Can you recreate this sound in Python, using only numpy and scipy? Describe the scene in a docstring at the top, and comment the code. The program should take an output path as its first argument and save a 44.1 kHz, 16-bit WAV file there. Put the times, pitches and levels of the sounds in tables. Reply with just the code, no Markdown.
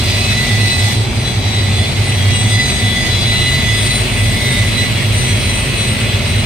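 """An orbital polisher on a car door, some metres off in a large bare workshop, heard by two microphones.
Its motor whines through a seven-tooth pinion and sags when the pad is pressed: sines locked to one shaft angle.
Cooling air and pad hiss are shaped noise pulsed by the mains; the orbit throbs and rubs in the door panel.
A ringing noise tail smears the whine, and a fluttering hum near 100 Hz over a low roar fills the building."""
import sys
import numpy as np
from scipy import signal
from scipy.fft import rfft, irfft
from scipy.io import wavfile
from scipy.ndimage import uniform_filter1d, minimum_filter1d, map_coordinates

SR = 44100
rng = np.random.default_rng(int(sys.argv[2]) if len(sys.argv) > 2 else 0)


def dump_mix(stems):
    """Bounce the given channels to the path in sys.argv[1] as a 16-bit WAV at rate SR."""
    frames = np.atleast_2d(stems).T  # one column per channel
    limited = np.clip(frames, -1, 1)  # hard clip at full scale
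    pcm = np.round(limited * 32767).astype(np.int16)
    wavfile.write(sys.argv[1], SR, pcm)


N = 284445
TIME = np.arange(N) / SR
BINS_HZ = np.arange(N // 2 + 1) * SR / N
PINION_TEETH, CROWN_TEETH = 7, 41
MAINS_HZ = 60
HALL_T60_S = 0.7
LEFT_RIGHT = np.array([[1], [-1]])


def undb(db):
    """Decibels to gain."""
    return 10 ** (np.asarray(db) / 20)


def unit(x):
    """Scale to rms 1."""
    return x / np.sqrt(np.mean(x ** 2, axis=-1, keepdims=True))


def curves(table):
    """The columns of a table, joined by straight lines in time."""
    s, *columns = np.transpose(table)
    return np.array([np.interp(TIME, s, c) for c in columns])


def spectra(table):
    """The columns of a table, joined by straight lines over log frequency."""
    hz, *columns = np.transpose(table)
    return np.array([np.interp(np.log(BINS_HZ + 1), np.log(hz), c) for c in columns])


def random_phase():
    """A starting angle anywhere in the cycle."""
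    return rng.uniform(0, 2 * np.pi)


def walk(rate, count=4096):
    """Slow chance of spread 1, changing about rate times a second."""
    real, imaginary = rng.standard_normal((2, count))
    spectrum = (real + 1j * imaginary) * np.exp(-(BINS_HZ[:count] / rate) ** 2)
    slow = irfft(spectrum, 4 * count)
    return np.interp(TIME, np.linspace(0, TIME[-1], len(slow)), unit(slow))


# likeness of the two microphones' noise: (f/Hz, correlation)
MICROPHONE_LIKENESS = [(50, 1), (105, 0.95), (200, 0.82), (380, 0.83), (700, 0.56), (1300, 0.068),
                       (2400, 0.55), (4400, 0), (8000, 0)]


def noise(db_per_hz):
    """Stereo noise of a given spectrum; the microphones agree in the bass and part in the treble."""
    alike = spectra(MICROPHONE_LIKENESS)[0]
    mid, side = rfft(rng.standard_normal((2, N)))
    pair = mid * np.sqrt(1 + alike) + LEFT_RIGHT * side * np.sqrt(1 - alike)
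    return irfft(pair * undb(db_per_hz) * np.sqrt(SR) / 2, N)


def hall(x, wet_db):
    """Direct sound plus the already ringing hall; a gliding tone swells and fades differently at each microphone."""
    decay = np.exp(-np.log(1000) * TIME / HALL_T60_S)
    tail = unit(rng.standard_normal((2, N)) * decay) / np.sqrt(N)
    wet = undb(wet_db)
    ringing = irfft(rfft(x) * rfft(tail), N)  # wraps round, so the hall rings from the start
    return (x + wet * ringing) / np.sqrt(1 + wet ** 2)


def fading(depth_db=1.3, wander_db=2.8, rate_per_s=9.0):
    """Moving through the hall's standing waves, a tone fades and drifts left to right; mean power 1."""
    sides = undb(LEFT_RIGHT * wander_db * walk(rate_per_s))
    sides = sides / np.sqrt(np.mean(sides ** 2, axis=0))
    return sides * unit(undb(depth_db * walk(rate_per_s)))


def beam(phase, level, lean_db):
    """One loud tone on its level curve, leaning left by lean_db; drive play and the hall stray its phase."""
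    at_each_microphone = 0.33 * np.array([walk(18.0), walk(18.0)])
    drive_play = 0.27 * walk(70.0)
    tone = np.sqrt(2) * np.sin(phase + at_each_microphone + drive_play)
    lean = unit(undb(np.array([1, -1]) * lean_db / 2))[:, None]
    return tone * undb(curves(level)[0]) * lean * fading()


# motor under the changing pad pressure: (t/s, shaft f/Hz before jitter)
SHAFT_SPEED = [(0.0, 283.3), (0.23, 284.1), (0.84, 284.0), (1.25, 285.0), (1.42, 280.8), (1.58, 280.4),
               (1.71, 286.1), (1.8, 287.0), (2.3, 282.7), (2.6, 284.9), (3.2, 283.5), (3.36, 286.0),
               (3.56, 285.7), (3.68, 284.3), (4.0, 286.4), (4.26, 284.8), (4.63, 285.4), (4.92, 282.2),
               (5.14, 285.2), (5.75, 285.0), (5.86, 286.3), (6.23, 282.9), (6.45, 284.2)]


def shaft(jitter_hz=0.18, hunt_hz=0.1945, ripple_rad=0.015, orbit_sway_rad=0.073):
    """Angles of motor, pad orbit and mains pulsing; torque ripple and the off-centre pad rock the motor."""
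    speed_hz = curves(SHAFT_SPEED)[0] + hunt_hz * walk(5.34) + jitter_hz * walk(28.7)
    angle = 2 * np.pi * np.cumsum(speed_hz) / SR
    orbit = angle * PINION_TEETH / CROWN_TEETH
    mains = 2 * np.pi * 2 * MAINS_HZ * TIME  # the power pulses twice a mains cycle
    rocking = ripple_rad * np.sin(mains) + orbit_sway_rad * np.sin(orbit)  # radians of the mesh tone
    return angle + rocking / PINION_TEETH, orbit, mains


# gear mesh tone as the tool is turned about: (t/s, relative level/dB)
MESH_LEVEL = [(0.0, -36.5), (0.14, -26.5), (0.28, -30.5), (0.34, -22.0), (0.72, -21.5), (0.89, -25),
              (0.95, -37), (1.02, -32), (1.08, -48.5), (1.22, -34.5), (1.48, -37.5), (1.66, -27.0),
              (1.84, -29.5), (1.88, -39.5), (1.98, -33.5), (2.08, -31.0), (2.34, -26.5), (2.5, -28.0),
              (2.6, -18.0), (2.7, -26.0), (2.92, -20.0), (3.08, -22.5), (3.18, -38.0), (3.34, -18.5),
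              (3.72, -22.0), (3.82, -29.5), (3.92, -23.0), (4.02, -35.0), (4.32, -25.0), (4.64, -20.5),
              (4.7, -30.5), (4.84, -24.5), (4.88, -27.0), (4.92, -40.0), (5.05, -33), (5.28, -27.5),
              (5.4, -39.5), (5.54, -27.5), (5.76, -37.0), (5.88, -31.5), (6.1, -31), (6.25, -44),
              (6.44, -38.0)]
# its octave, which beams more narrowly: (t/s, relative level/dB)
OCTAVE_LEVEL = [(0.0, -31.0), (0.42, -21.5), (0.5, -35.0), (0.72, -19.5), (0.78, -27.5), (0.96, -27.5),
                (1.16, -39.0), (1.26, -18.5), (1.34, -31.0), (1.6, -23.0), (1.66, -28.5), (2.06, -31.5),
                (2.1, -23.0), (2.24, -36.0), (2.32, -25.0), (2.42, -23.0), (2.46, -34.5), (2.64, -17.5),
                (2.78, -28.5), (2.84, -23.5), (3.06, -29.5), (3.12, -22.5), (3.32, -19.0), (3.6, -21.5),
                (3.66, -30.5), (3.92, -18.0), (4.06, -33.0), (4.5, -28.5), (4.68, -32.5), (4.8, -19.0),
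                (5.0, -36.5), (5.26, -28.0), (5.38, -36.5), (5.5, -24.5), (5.68, -39.5), (5.8, -25.5),
                (5.92, -27.5), (5.96, -33.0), (6.12, -29.0), (6.22, -34.5), (6.4, -28.5), (6.44, -34.5)]
# third tone of the gear mesh: (t/s, relative level/dB)
THIRD_LEVEL = [(0.0, -37.0), (0.4, -35.0), (0.5, -46), (0.64, -40.5), (0.92, -34.0), (1.0, -48.5),
               (1.1, -48), (1.24, -34.5), (1.42, -43.0), (1.5, -34.0), (1.58, -44.5), (1.88, -36.5),
               (2.06, -45.5), (2.12, -34.5), (2.26, -38.5), (2.32, -29.0), (2.38, -35.5), (2.72, -29.5),
               (2.88, -42.5), (3.04, -35.5), (3.58, -41.0), (3.82, -34.0), (4.1, -45.0), (4.3, -46),
               (4.5, -32.5), (4.68, -41.0), (4.82, -34.5), (5.06, -50.5), (5.19, -31), (5.32, -31.5),
               (5.4, -43), (5.5, -33.5), (5.72, -44.5), (5.84, -32.5), (5.9, -47.5), (6.44, -37.0)]


def gears(angle, load, mesh_db=-0.46, octave_db=0.2, orbit_db=-17.0, flutter_db=-27.0):
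    """The teeth meet seven times a turn: a piercing tone and two overtones, harder with each pulse of load."""
    mesh = PINION_TEETH * angle + np.array([[0], [.8]])  # the tones reach the microphones out of step
    orbit = angle * PINION_TEETH / CROWN_TEETH
    # the off-centre pad loads the crown wheel once an orbit: a firm side tone below, a fluttering one above
    strands = [(0, 1), (-orbit, undb(orbit_db)), (orbit, undb(flutter_db) * walk(8.5))]
    fundamental = sum(share * beam(mesh + offset, MESH_LEVEL, lean_db=-3.5) for offset, share in strands)
    octave = beam(2 * mesh, OCTAVE_LEVEL, lean_db=1.3)
    third = beam(3 * mesh, THIRD_LEVEL, lean_db=-4.5)
    tones = undb(mesh_db) * fundamental + undb(octave_db) * octave + third
    return hall(tones * load, wet_db=-15)


# commutator tone, 12 times the shaft rate: (t/s, relative level/dB)
COMMUTATOR_LEVEL = [(0.0, -27), (0.191, -31), (0.55, -30), (0.73, -33), (0.89, -27), (1.0, -41),
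                    (1.17, -38), (1.28, -25.5), (1.38, -39), (1.76, -30), (1.82, -24.5), (2.01, -41),
                    (2.57, -23), (2.78, -30), (2.88, -24), (3.48, -27.5), (3.55, -32), (3.64, -20.5),
                    (3.89, -26), (4.02, -36), (4.31, -25.5), (4.72, -34), (4.86, -28), (5.06, -35),
                    (5.6, -52), (5.8, -29), (5.96, -56), (6.09, -20), (6.24, -40), (6.44, -33)]
# its neighbour, 13 times the shaft rate: (t/s, relative level/dB)
NEIGHBOUR_LEVEL = [(0.0, -27), (0.9, -27), (1.1, -42), (1.7, -36), (1.87, -31), (2.0, -34), (2.73, -24),
                   (3.05, -30), (3.5, -20), (3.62, -35), (3.8, -26), (4.1, -46), (4.4, -32), (4.55, -15),
                   (4.7, -37), (6.45, -56)]
# thin whine, 17 times the shaft rate: (t/s, relative level/dB)
THIN_LEVEL = [(0.0, -32), (0.09, -24), (0.6, -54), (0.9, -31), (1.0, -34), (2.44, -42), (2.54, -27),
              (2.63, -26), (2.85, -33), (2.89, -43), (3.04, -22), (3.16, -37), (3.22, -25), (3.39, -36),
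              (3.48, -33), (3.75, -30), (4.05, -55), (6.44, -54)]
# lower tone of the bright whirr, 29 times the shaft rate: (t/s, relative level/dB)
LOW_WHIRR_LEVEL = [(0.0, -43.5), (0.18, -37.0), (0.4, -43.5), (0.78, -31.0), (1.02, -41.0), (1.06, -55.0),
                   (1.22, -36.5), (1.48, -43.0), (1.74, -35.5), (1.9, -44.0), (1.94, -35.0), (2.12, -44.0),
                   (2.34, -24.5), (2.44, -33.0), (2.5, -28.0), (2.56, -36.0), (2.88, -33.0), (3.14, -40.0),
                   (3.38, -28.5), (3.62, -43.0), (3.8, -34.5), (4.08, -30.0), (4.12, -39.5), (4.2, -30.5),
                   (4.38, -35.0), (4.48, -29.0), (4.74, -36.5), (4.88, -24.0), (4.96, -42.5), (5.24, -27.0),
                   (5.36, -29.5), (5.4, -45.0), (5.52, -28.5), (5.74, -40.0), (5.78, -28.0), (5.9, -26.5),
                   (6.0, -38.0), (6.44, -40.0)]
# its upper tone, 31 times the shaft rate: (t/s, relative level/dB)
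HIGH_WHIRR_LEVEL = [(0.0, -45.5), (0.22, -35.0), (0.42, -42.0), (0.94, -38.5), (1.14, -57.0), (1.2, -35.5),
                    (1.3, -49.0), (1.6, -38.0), (1.72, -47.0), (1.76, -38.0), (2.02, -43.5), (2.1, -28.5),
                    (2.24, -50.0), (2.28, -38.0), (2.38, -34.5), (2.44, -43.0), (2.56, -33.0),
                    (2.66, -40.0), (2.78, -31.5), (3.22, -35.5), (3.72, -34.0), (3.94, -28.0),
                    (4.02, -37.0), (4.42, -32.0), (5.08, -44.0), (5.2, -25.5), (5.34, -34.5), (5.58, -26.0),
                    (5.74, -36.0), (5.88, -31.0), (5.98, -37.5), (6.44, -37.0)]


def whine(angle, load, neighbour_db=-8.0, thin_db=-3.0, whirr_db=1.0):
    """The loudest motor tones, each beamed its own way, flash up in turn as the tool is moved about."""
    angle = angle + np.array([[0], [.08]])  # out of step at the two microphones
    commutator = beam(12 * angle, COMMUTATOR_LEVEL, 1)
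    neighbour = beam(13 * angle, NEIGHBOUR_LEVEL, 0)
    thin = beam(17 * angle, THIN_LEVEL, -2)
    whirr = beam(29 * angle, LOW_WHIRR_LEVEL, 14) + beam(31 * angle, HIGH_WHIRR_LEVEL, 16)
    tones = commutator + undb(neighbour_db) * neighbour + undb(thin_db) * thin + undb(whirr_db) * whirr
    return hall(tones * load, wet_db=-7)


# fan tone, 9 times the shaft rate: (t/s, relative level/dB)
FAN_LEVEL = [(0, -44), (.12, -31), (.28, -22), (.42, -41), (.55, -31), (.76, -27.5), (1.05, -47),
             (1.55, -33), (2.2, -42), (2.5, -42), (3.1, -39), (3.5, -26.5), (3.7, -37), (3.9, -29),
             (4.2, -28.5), (4.4, -51), (4.7, -33), (5, -40), (5.3, -34), (5.8, -27), (6.1, -33),
             (6.45, -35)]
# tone just above it, 10 times the shaft rate: (t/s, relative level/dB)
TENTH_LEVEL = [(0, -45), (.5, -50), (.64, -33), (.85, -50), (2.2, -44), (2.33, -25), (2.48, -33),
               (2.6, -47), (3.25, -38), (3.37, -27), (3.52, -27), (3.65, -43), (4.65, -42), (4.83, -26),
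               (5.05, -37), (6.1, -31), (6.22, -37), (6.45, -29)]
# side tone just above the gear mesh: (t/s, relative level/dB)
BEAT_LEVEL = [(0, -37), (.9, -39), (1.1, -42), (3.45, -48), (3.6, -25), (3.9, -39), (4.15, -37), (4.5, -24),
              (4.75, -30), (4.95, -40), (6.45, -33)]
# side tone below the commutator tone: (t/s, relative level/dB)
UNDERTONE_LEVEL = [(0, -40), (.7, -43), (1.1, -37), (2, -38), (2.3, -24), (2.6, -47), (2.95, -36),
                   (3.2, -40), (3.45, -29), (3.62, -46), (3.8, -32), (4.1, -41), (4.5, -38), (4.9, -31),
                   (5.3, -31), (6.1, -36), (6.45, -41)]
# side tone above the octave: (t/s, relative level/dB)
OVERTONE_LEVEL = [(0, -24), (.4, -38), (.65, -25), (1.0, -47), (1.35, -45), (1.8, -42), (2.4, -44),
                  (3.5, -42), (4.5, -45), (5.0, -32), (6, -43), (6.45, -35)]
# fine whistle, 23 times the shaft rate: (t/s, relative level/dB)
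WHISTLE_LEVEL = [(0, -41), (1.3, -51), (2.2, -50), (2.33, -33), (2.55, -43), (2.73, -28), (2.9, -47),
                 (3.02, -29), (3.2, -47), (3.65, -34), (3.92, -32), (4.1, -41), (6.45, -49)]


def cluster(angle, mains, load):
    """Weaker tones crowd the loud ones: fan and shaft tones, and side tones set off by the mains pulsing."""
    angle = angle + np.array([[0], [.08]])  # out of step at the two microphones
    fan = beam(9 * angle, FAN_LEVEL, 0) + beam(10 * angle, TENTH_LEVEL, 2)
    beat = beam(8 * angle - mains, BEAT_LEVEL, -4)
    undertone = beam(12 * angle - mains, UNDERTONE_LEVEL, -4)
    overtone = beam(14 * angle + mains, OVERTONE_LEVEL, 2)
    whistle = beam(23 * angle, WHISTLE_LEVEL, -7)
    return hall((fan + beat + undertone + overtone + whistle) * load, wet_db=-5)


# other tones of shaft, commutator and fan:
# (multiple of the shaft f, mains sideband -1/0/1, left relative level/dB, right relative level/dB)
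MOTOR_TONES = [(2, 0, -44, -47), (6, 0, -48, -48), (7, -1, -50, -44), (7, 1, -37, -36), (9, -1, -45, -40),
               (9, 1, -47, -43), (11, -1, -42, -40), (11, 0, -42, -44), (12, 1, -40.5, -42),
               (14, -1, -42, -42), (16, -1, -47, -47), (16, 0, -44, -42), (18, 0, -40, -44),
               (19, 0, -45, -46), (24, 0, -53, -45), (25, 0, -52, -52), (27, 0, -43, -51),
               (28, 0, -42, -52), (29, 1, -44, -56), (30, 0, -38, -54), (31, -1, -45, -58),
               (32, 0, -42, -56), (33, 0, -42, -56), (35, 0, -45, -53)]
# swell of the fainter middle motor tones: (t/s, relative level/dB)
MIDDLE_LEVEL = [(0.0, -2), (0.2, 1), (0.55, -6), (0.9, 0), (1.05, -30), (1.55, -0.5), (2.0, -1.5),
                (3.1, -1), (3.6, 0.5), (3.9, 5.5), (4.1, -4), (4.6, 4.5), (5.0, -1), (6.45, -4)]


def motor(angle, mains, load, waver_db=2.5, top_db=-3.0, top_waver_db=3.5, whirr_share=0.4,
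          side_db=-23.0, top_order=26):
    """Fainter wavering shaft tones with side tones from the pulsing current; the top swells with the whirr."""
    middle = curves(MIDDLE_LEVEL)[0], waver_db
    whirr = (curves(LOW_WHIRR_LEVEL)[0] + curves(HIGH_WHIRR_LEVEL)[0]) / 2
    top = whirr_share * (whirr - whirr.mean()) + top_db, top_waver_db
    out = np.zeros((2, N))
    for k, sideband, *left_right_db in MOTOR_TONES:
        swell_db, depth_db = top if k > top_order else middle
        phase = k * angle + sideband * mains + random_phase()
        side_phase = phase + rng.choice([-1, 1]) * mains + random_phase()
        tone = np.sin(phase) + undb(side_db) * np.sin(side_phase)
        out += undb(left_right_db)[:, None] * tone * undb(swell_db + depth_db * walk(13.0))
    return hall(np.sqrt(2) * out * load, wet_db=-4)


# cooling air and pad hiss: (f/Hz, left relative level/dB per Hz, right relative level/dB per Hz)
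AIR = [(300, -82, -82), (1000, -63, -63.5), (1550, -64, -63), (1850, -59.3, -57.8), (2150, -54.5, -53),
       (2500, -56.5, -55), (3000, -57.3, -57), (4200, -58.8, -59.2), (5300, -65.3, -66.5),
       (6500, -70.5, -66.5), (7350, -72, -73.5), (8500, -63.5, -74.5), (9700, -71.5, -78),
       (11000, -76, -79), (12900, -84, -84), (13700, -75, -74), (15400, -86, -85)]
# how openly pad and vents face the microphones:
# (t/s, rush of air relative level/dB, upper hiss relative level/dB, top hiss relative level/dB)
FACING = [(0.0, 0.1, 2.5, 5), (0.75, -0.7, 4.5, 3.5), (0.93, -1, 3.5, 7.5), (0.99, -4, -2.5, -3),
          (2.4, 0, -1, 1.5), (2.55, -1.5, 0.5, 2.5), (2.95, 0, -0.5, 3), (3.05, 0, 1, 2),
          (3.95, -0.2, 0, 5.5), (4.1, 2, -2.5, 3.5), (4.25, -0.5, -0.5, 5.5), (4.7, 0.5, -1, 4.5),
          (6.45, 0.5, -2.5, 1)]


def shimmer(angle, orbit, mains, over_hiss_db=10.0, fade_db=7.0, fade_per_s=7.0):
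    """Faint side tones of every shaft tone, from mains and orbit, stand just over the hiss and come and go."""
    hz, *left_right_db = np.transpose(AIR)
    shaft_hz = np.mean(curves(SHAFT_SPEED))
    out = np.zeros((2, N))
    for k in range(7, 34):  # multiples of the shaft rate
        hiss_db = np.array([[np.interp(k * shaft_hz, hz, db)] for db in left_right_db])
        for side in (-mains, mains, rng.choice([-1, 1]) * orbit):
            phase = k * angle + side + 0.9 * walk(12.0) + random_phase()
            swell = unit(undb(fade_db * np.tanh(walk(fade_per_s))))
            tone = np.sin(phase + rng.standard_normal((2, 1)))
            out += undb(hiss_db + over_hiss_db) * swell * tone
    return np.sqrt(2) * out * undb(curves(FACING)[0])


def grain(x, orbit, repeat=0.31):
    """The pad crosses the same spots every orbit, so part of its hiss returns as fine wavering strands."""
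    out = np.zeros_like(x)
    for k in range(4):
        orbits_ago = np.searchsorted(orbit, orbit - 2 * np.pi * k)
        out += repeat ** k * x[:, orbits_ago]
    return out * np.sqrt(1 - repeat ** 2)


def scrub(x, depth_db=2.2, patch_hz=260, patch_s=0.022, size=256):
    """The foam catches and slips in small patches, so each narrow band of its hiss flickers on its own."""
    hz, s, frames = signal.stft(x, SR, nperseg=size)
    chance = rng.standard_normal((int(hz[-1] / patch_hz) + 2, int(s[-1] / patch_s) + 2))
    places = np.meshgrid(hz / patch_hz, s / patch_s, indexing="ij")
    gain = undb(depth_db * map_coordinates(chance, places, mode="mirror"))
    flickering = frames * gain / np.sqrt(np.mean(gain ** 2))
    return signal.istft(flickering, SR, nperseg=size)[1][:, :N]


def air(angle, orbit, mains, buzz=0.11, swish=0.066, chop=0.075, grip_db=0.5, grip_per_s=17.0):
    """Fan air, brushes and pad rub, pulsed by mains, orbit and shaft; the worker's body shades the treble."""
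    blades = np.cos(angle) + 0.31 * np.cos(2 * angle)
    pulsing = 1 + buzz * np.cos(mains) + swish * np.cos(orbit) + chop * blades
    grip = undb(grip_db * walk(grip_per_s))  # the pad grips the paint unevenly
    hiss = scrub(grain(noise(spectra(AIR)), orbit))
    flow = rfft(hiss * pulsing * grip)
    # f/Hz, then the shares of rush, upper hiss and top hiss
    shares = spectra([(3200, 1, 0, 0), (4500, 0, 1, 0), (7000, 0, 1, 0), (8200, 0, 0, 1)])
    levels_db = curves(FACING) + np.array([[-0.3], [0.44], [-1.05]])
    return sum(irfft(flow * share, N) * undb(db) for share, db in zip(shares, levels_db))


# door panel shaken by the pad: (t/s, level/dB)
THROB_LEVEL = [(0.0, -23), (0.8, -33), (1.3, -28), (1.6, -35), (2.2, -32), (2.5, -27), (3.3, -26),
               (3.5, -29), (4.25, -18.5), (4.45, -26), (4.69, -16), (4.82, -47), (5.1, -27), (5.6, -21),
               (5.9, -31), (6.45, -24)]
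# hollow tone of the rubbed door as the pad climbs it: (t/s, centre f/Hz)
PANEL_TONE = [(0, 675.8), (1.0, 795.4), (2.5, 733.5), (4.0, 646.3), (5.2, 587), (6.45, 562)]


def door(orbit, mains, drone_db=-38.0, rub_db=-35.5, rub_width_hz=120):
    """The pad pumps the panel once an orbit and rubs a hollow tone from it; the mains drone comes through."""
    throb = undb(curves(THROB_LEVEL)[0]) * np.sin(orbit + 0.99 * walk(5.0))
    # four times the mains frequency
    drone = undb(drone_db + 0.84 * walk(3.0)) * np.sin(2 * mains + 0.57 * walk(6.2))
    ring = 2 * np.pi * np.cumsum(curves(PANEL_TONE)[0]) / SR
    rub = walk(rub_width_hz) * np.sin(ring) + walk(rub_width_hz) * np.cos(ring)  # a narrow band of noise
    return throb + drone + hall(undb(rub_db) * rub, wet_db=-2.0)


# hum of the building, peaked by its low resonances: (f/Hz, relative level/dB)
HUM_SPECTRUM = [(40, -104), (66, -47), (78, -16.5), (86, 10), (91, -23), (97, 5.5), (101, 2.5), (107, 4),
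                (117, -4), (129, 3), (143, -2.5), (160, -31), (300, -140)]
# slow level of the hum: (t/s, relative level/dB)
HUM_LEVEL = [(0.0, -18), (1.0, -20.5), (2.4, -17.5), (2.75, -20), (3.0, -23.5), (3.3, -18), (3.8, -18.5),
             (4.05, -21), (5.15, -17), (5.6, -21.5), (6.45, -18)]
# rounded surges of the hum: (middle t/s, length scale t/s, relative peak level/dB, f/Hz)
HUM_SURGES = [(0.18, 0.088, -16, 102.1), (0.309, 0.028, -12, 110), (0.533, 0.045, -12.5, 106),
              (0.626, 0.065, -10, 105), (0.781, 0.044, -11.5, 93), (0.848, 0.056, -11, 104.7),
              (1.01, 0.05, -11.0, 108.8), (1.084, 0.023, -13, 110), (1.186, 0.022, -12, 106),
              (1.385, 0.038, -9.0, 103.9), (1.473, 0.045, -11, 101.3), (1.586, 0.016, -10, 103.8),
              (1.637, 0.053, -11.5, 99.7), (1.743, 0.052, -11, 99), (1.806, 0.024, -9, 102),
              (2, 0.045, -11, 102), (2.1, 0.054, -15, 100), (2.172, 0.034, -13, 94.5),
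              (2.27, 0.056, -9, 100.8), (2.455, 0.046, -10.5, 108.7), (2.553, 0.06, -10.5, 105.3),
              (2.859, 0.065, -11, 103), (3.108, 0.024, -10, 107), (3.155, 0.045, -14, 102),
              (3.255, 0.025, -13, 108), (3.735, 0.041, -14, 102.6), (3.829, 0.065, -13, 101.5),
              (4.22, 0.038, -9, 101), (4.28, 0.023, -9, 105), (4.608, 0.03, -10, 103.5),
              (4.966, 0.031, -11, 105.6), (5.1, 0.092, -14, 106.2), (5.18, 0.019, -12, 98.4),
              (5.233, 0.022, -13.5, 112), (5.332, 0.042, -13, 101.2), (5.805, 0.033, -15.5, 100),
              (5.902, 0.039, -13.5, 112), (6.044, 0.05, -14, 109.6), (6.158, 0.05, -14.5, 102),
              (6.369, 0.02, -9.5, 108)]
# broad roar that goes with the hum: (f/Hz, relative level/dB per Hz)
ROAR_SPECTRUM = [(22, -72), (32, -74), (39, -43), (43, -63), (56, -42.5), (70, -44), (165, -50),
                 (185, -45.5), (240, -45.5), (295, -57), (370, -51.5), (450, -56), (505, -60), (610, -56),
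                 (800, -62), (1100, -65), (2000, -70.5), (4000, -130)]


def workshop(hum_db=1.0, surge_db=-0.45, roar_db=0.8, evenness=0.89, steady_s=0.19,
             sharpness=1.9, lull_reach=0.67):
    """A fluttering hum near 100 Hz gathers into rounded surges amid lulls, over a roar like a big blower."""
    hum = unit(noise(spectra(HUM_SPECTRUM)))
    power = uniform_filter1d(np.mean(hum ** 2, axis=0), int(steady_s * SR))
    hum = unit(hum / power ** (evenness / 2))  # flutters quickly but holds its level over longer spans
    hum = hum * undb(curves(HUM_LEVEL)[0] + hum_db)
    surges = np.zeros(N)
    for middle, length, db, hz in HUM_SURGES:
        near = np.abs(TIME - middle) < 3 * length
        away = (TIME[near] - middle) / length
        tone = np.sqrt(2) * np.sin(2 * np.pi * hz * TIME[near] + random_phase())
        surges[near] += undb(db + surge_db) * np.exp(-sharpness * away ** 2) * tone
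        hum[:, near] *= 1 - 0.6 * np.exp(-(away / lull_reach) ** 2)  # the random hum makes way
    lean_db = np.array([[-.7], [.7]])  # it stands a little to the right
    return (hum + surges) * undb(lean_db) + noise(spectra(ROAR_SPECTRUM) + roar_db)


def scene():
    """The polisher and the workshop around it."""
    angle, orbit, mains = shaft()
    # force on teeth and bearings
    load = unit(1 + 0.06 * np.cos(mains) + 0.04 * np.cos(orbit) + 0.17 * walk(44))
    tones = gears(angle, load) + whine(angle, load) + cluster(angle, mains, load) + motor(angle, mains, load)
    polisher = tones + shimmer(angle, orbit, mains) + air(angle, orbit, mains)
    return polisher + door(orbit, mains) + workshop()


def record(dry, ceiling=0.87, hold_s=0.01, top_hz=15850):
    """The recorder eases its gain around the highest peaks and cuts the top."""
    hold = int(hold_s * SR)
    gain = ceiling / np.maximum(np.abs(dry).max(axis=0), ceiling)
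    held = dry * uniform_filter1d(minimum_filter1d(gain, hold), hold)
    top_cut = np.clip((top_hz - BINS_HZ) / 100, 0, 1)  # falls to nothing over the last 100 Hz
    return irfft(rfft(held) * top_cut, N)


dry = scene()
out = record(dry)
dump_mix(out)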